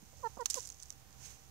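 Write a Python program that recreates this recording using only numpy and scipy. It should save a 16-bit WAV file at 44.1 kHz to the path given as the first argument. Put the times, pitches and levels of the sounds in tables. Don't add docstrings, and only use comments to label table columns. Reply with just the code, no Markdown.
import sys
import numpy as np
from scipy import signal
from scipy.fft import rfft, irfft, next_fast_len
from scipy.io import wavfile
from scipy.ndimage import uniform_filter1d, map_coordinates

SR = 44100
rng = np.random.default_rng(int(sys.argv[2]) if len(sys.argv) > 2 else 0)


def put_to_file(sound):
    columns = np.atleast_2d(sound).T
    safe = np.clip(columns, -1, 1)
    whole_steps = np.round(safe * 32767)
    wavfile.write(sys.argv[1], SR, whole_steps.astype(np.int16))


def gain_from_db(level_db):
    decades = np.asarray(level_db, float) / 20
    return 10 ** decades


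N = 66150

# frequency in Hz, density in dB per Hz.
RUMBLE_COLOUR = [(30, -41), (60, 4), (130, -3), (220, -12), (450, -19.5), (900, -17.5), (1800, -24.5),
                 (5000, -35)]
# frequency in Hz, rate of wander in knots per second, level in dB.
HUM_LINES = [(64, 12, -67), (129, 5, -70), (463, 5, -80), (777, 3, -74)]
# peak time in seconds, rise in
# seconds, fall in seconds, level in dB, crackle share from 0 to 1.
STIRRINGS = [
    (0.251, 0.74, 0.9, -63, 0.67),
    (0.513, 0.06, 0.18, -49, 0.68),
    (0.559, 0.075, 0.19, -44.5, .7),
    (0.629, 0.24, 0.085, -54, 0.46),
    (.81, 0.15, 0.36, -61, 0.77),
    (1.229, 0.068, 0.29, -56, 0.24),
    (1.288, 0.24, 0.17, -56, 0),
    (1.45, 0.25, 0.25, -69.5, 1),
]
# frequency in Hz, gain in dB.
LEAF_COLOUR = [(500, -33), (1500, -53), (3000, -4.5), (5000, -1), (10000, -1), (16000, -9.5)]
# frequency in Hz, gain in dB.
BODY_COLOUR = [(500, -79), (800, -11.5), (1300, -9.5), (2500, -6.5), (4500, -8), (7000, -15.5)]
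# frequency in Hz, gain in dB.
GRASS_COLOUR = [(500, -38), (1200, -1.5), (2500, 3.5), (5000, -2.5), (10000, -2), (16000, -5.5)]
CRUNCH_S = [.405, .4566, .4997, .5064, .5422, .553, .7003, .8245, .9038]
# peak in dB, length in seconds, low body in dB.
CRUNCHES = [
    (-38.5, 0.0083, -7.5),
    (-12.5, 0.0032, -5.5),
    (-13, 0.0048, -22),
    (-16, 0.0051, -31),
    (-13.5, 0.0018, -10.5),
    (-28, 0.0068, -29),
    (-26.5, 0.0028, -14),
    (-30.5, 0.0033, -20),
    (-23.5, 0.0014, -11.5),
]
SNAP_S = [.09, .313, .355, .5594, .5704, .5864, .605, .6084, .6274, .6374, .6524, .6569, .6634, .6734,
          .6764, .6897, .7054, .7218, .7265, .7447, .7976, .8014, .8324, .8565, .8964, .9164, .9254, 1.1069,
          1.1278]
SNAP_DB = [-50, -59, -49, -25, -34, -31, -30, -45, -48, -52, -35, -32, -45, -29, -33.5, -28, -48, -37.5,
           -43, -43, -40.5, -38, -29, -42, -41, -46, -37, -48, -46.5]
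# time in seconds, level in dB, centre frequency in Hz.
FOOTFALLS = [
    (0.032, -52.5, 240),
    (0.139, -57.5, 645),
    (0.201, -61.5, 537),
]
# start in seconds, length in seconds, level in dB, settled pitch in Hz, fundamental in dB
CLUCKS = [
    (.226, 0.054, -31, 443.1, -9.5),
    (.383, 0.051, -36.5, 466, -3.5),
    (0.559, 0.034, -39.5, 469.3, 0.5),
]
UPPER_DB = [-1, -15, -18.5, -40, -39, -40, -48, -39.5, -42, -50]
# time in seconds, level in dB.
CREAKS = [
    (.3716, -40),
    (.3758, -36.5),
    (0.377, -48),
    (0.3813, -46),
    (.3845, -59),
    (0.55, -49),
    (0.5529, -54),
    (.557, -43.5),
]
# frequency in Hz, width in Hz, level in dB.
THROAT = [(296, 310, 10), (650, 340, 6), (920, 95, 1.5), (1230, 150, -13)]
# frequency in Hz, gain in dB.
RIGHT_LOW = [(2000, 0)]
# frequency in Hz, gain in dB.
RIGHT_HIGH = [(3000, 1.5), (4200, 2), (5500, 11.5), (6400, 17.5), (7500, 10), (10000, 1), (15000, -3)]
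# frequency in Hz, gain in dB.
LEFT_LOW = [(60, -36), (450, -28), (900, -21), (1400, -14)]
# frequency in Hz, gain in dB.
LEFT_HIGH = [(2400, -18.5), (4150, -2.5), (5400, -18.5), (8000, -3.5), (9500, -10.5), (15000, -8)]
# frequency in Hz, density in dB per Hz.
HISS_COLOUR = [(30, -1), (300, 0), (1000, -6), (2000, -1.5), (10000, -5), (16000, -7)]
HISS_DB = [-66.5, -65.5]
WHINE_DB = [-79, -74]


def unit(x):
    return x / np.sqrt(np.mean(x ** 2, axis=-1, keepdims=True) + 1e-20)


def along(points, hz):
    f, v = np.transpose(points)
    return np.interp(np.log(hz + 1), np.log(f + 1), v)


def wobble(rate):
    knots = rng.standard_normal(int(N * rate / SR) + 4)
    return map_coordinates(knots, [np.arange(N) * rate / SR])


def filtered(x, response):
    m = next_fast_len(N + SR // 2)
    return irfft(rfft(x, m) * response(np.fft.rfftfreq(m, 1 / SR)), m)[..., :N]


def coloured(x, points):
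    def response(hz):
        cepstrum = irfft(np.log(gain_from_db(along(points, hz))))
        half = len(cepstrum) // 2
        cepstrum[1:half] *= 2
        cepstrum[half + 1:] = 0
        return np.exp(rfft(cepstrum))
    return filtered(x, response)


def echo(x, t60):
    t = np.arange(SR // 4) / SR
    tail = rng.standard_normal(len(t)) * gain_from_db(-60 * t / t60)
    return signal.fftconvolve(x, tail[None] / np.linalg.norm(tail), axes=1)[:, :N]


def distance():
    swell = gain_from_db(-58.5 + 1.6 * wobble(7.85))
    out = swell * unit(coloured(rng.standard_normal(N), RUMBLE_COLOUR + [(20000, -59)]))
    t = np.arange(N) / SR
    for hz, rate, db in HUM_LINES:
        level = gain_from_db(db + 4 + 3 * wobble(rate))
        out += level * np.sin(2 * np.pi * hz * t + 2.0 * wobble(rate))
    return out


def stirring():
    t = np.arange(N) / SR
    crackle, swish = np.zeros(N), np.zeros(N)
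    for peak, rise, fall, db, share in STIRRINGS:
        away = np.maximum((peak - t) / rise, (t - peak) / fall)
        power = gain_from_db(2 * db - 50.7 * away ** 1.245)
        share = np.clip(share, 0, 1)
        crackle += power * share
        swish += power * (1 - share)
    return crackle, swish


def grass_swish():
    strength = np.sqrt(stirring()[1]) * gain_from_db(1.5 * wobble(39.73))
    return coloured(strength * rng.standard_normal((2, N)), GRASS_COLOUR)


def fine_crackle():
    grains_per_s, size_spread_db, breeze_db = 3300, 12.5, -80.5
    breaks = rng.random(N) < grains_per_s / SR
    size_db = size_spread_db * rng.standard_normal(N) / 2 + 1.6 * wobble(90.1)
    sizes = breaks * gain_from_db(np.minimum(size_db, 7))
    grains = unit(uniform_filter1d(sizes, size=5) * rng.standard_normal((2, N)))
    breeze = gain_from_db(breeze_db + 2.1 * wobble(38)) * rng.standard_normal((2, N))
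    return np.sqrt(stirring()[0]) * grains + breeze


def snaps_and_crunches():
    edges, body = np.zeros((2, N + SR)), np.zeros((2, N + SR))
    t = np.arange(SR // 40) / SR
    events = [(s, *crunch) for s, crunch in zip(CRUNCH_S, CRUNCHES)]
    events += [(s, db + 8, .0007, -20) for s, db in zip(SNAP_S, SNAP_DB)]
    for start, peak_db, length, body_db in events:
        edge_noise, body_noise, lumps = rng.standard_normal((3, 2, len(t)))
        shape = np.minimum(t / (0.32 * length), 1) * gain_from_db(-16 * np.clip(t / length - .7, 0, None))
        cluster = shape * edge_noise * gain_from_db(3.0 * unit(uniform_filter1d(lumps[0], size=14)))
        cluster *= np.linalg.norm(shape) / np.linalg.norm(cluster, axis=1, keepdims=True)
        first = round(start * SR)
        span = slice(first, first + len(t))
        edges[:, span] += gain_from_db(peak_db - 15.5) * cluster
        body[:, span] += gain_from_db(peak_db + body_db) * shape ** 0.54 * body_noise
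    return edges[:, :N], body[:, :N]


def leaves():
    apart = 1
    crackle = fine_crackle()
    swish = grass_swish()
    edges, body = snaps_and_crunches()
    right, other = coloured(crackle + edges, LEAF_COLOUR) + coloured(body, BODY_COLOUR) + swish
    return np.array([np.cos(apart) * right + np.sin(apart) * other, right])


def footfalls():
    t = np.arange(N) / SR
    out = np.zeros(N)
    for s, db, hz in FOOTFALLS:
        band = lambda f: np.exp(-np.log(f / hz + 1e-6) ** 2 / 0.19)
        out += gain_from_db(db - 910 * np.abs(t - s)) * unit(filtered(rng.standard_normal(N), band))
    return out


def creaks():
    slaps = np.zeros(N)
    for s, db in CREAKS:
        slaps[round(s * SR)] = gain_from_db(db + 21)

    def throat(f):
        modes = sum(gain_from_db(db) * 1j * f * w / (c * c - f * f + 1j * f * w) for c, w, db in THROAT)
        return modes / (1 + (f / 1400) ** 10)
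    return filtered(slaps, throat)


def clucks():
    attack_s, release_s, bloom_s = 0.022, 0.009, .005
    start_high, settle_s, waver = .42, .012, 0.0085
    swell_db, late_db, fade_first, partial_lag = 33, 2.7, .5, .45
    out = np.zeros(N)
    for s, length, db, hz, first_db in CLUCKS:
        t = np.arange(N) / SR - s
        fall_db = 15 * (np.clip(t - length + release_s, 0, 1) / release_s) ** 2
        glide = start_high * np.exp(-np.clip(t, 0, 1) / settle_s)
        phase = 2 * np.pi * np.cumsum(hz * (1 + glide + waver * wobble(62.1))) / SR
        for k, level in enumerate([first_db] + UPPER_DB):
            late = np.clip(k - 1, -.6, 2)
            before_full = np.clip(1 - (t - bloom_s * late) / attack_s, 0, 9)
            rise_db = (swell_db + late_db * late) * before_full ** 2
            level_db = db + level + 2.5 - rise_db - fall_db * (1.5 + fade_first * late)
            out += gain_from_db(level_db) * np.cos((k + 1) * phase - partial_lag * k ** 2)
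    return out


def scene():
    near = clucks() + creaks() + footfalls() + leaves()
    air = near + gain_from_db(-24) * echo(near, .14) + distance()
    lag_s = .0002
    scattered = air + gain_from_db(-16) * echo(air, .004)
    covered = filtered(scattered, lambda hz: np.exp(-2j * np.pi * hz * lag_s))
    return np.array([covered[0], air[1]])


def band_limit(x):
    return signal.sosfilt(signal.butter(12, 16570, fs=SR, output="sos"), x)


def record(dry):
    left = coloured(dry[0], LEFT_LOW + LEFT_HIGH)
    right = coloured(dry[1], RIGHT_LOW + RIGHT_HIGH)
    hiss = gain_from_db(HISS_DB)[:, None] * unit(coloured(rng.standard_normal((2, N)), HISS_COLOUR))
    whine_phase = 2 * np.pi * 13500 * np.arange(N) / SR + 0.24 * wobble(7.5)
    whine = gain_from_db(WHINE_DB)[:, None] * np.sin(whine_phase)

    def limit(hz):
        top_hz, end_hz = 15750, 16600
        slope = gain_from_db(-12 * (4 + (hz - top_hz) / (end_hz - top_hz)))
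        return np.where(hz < top_hz, 1, slope * (hz < end_hz))
    offset = -0.00038
    return band_limit(filtered(np.array([left, right]) + hiss + whine, limit) + offset)


dry = scene()
out = record(dry)
put_to_file(out)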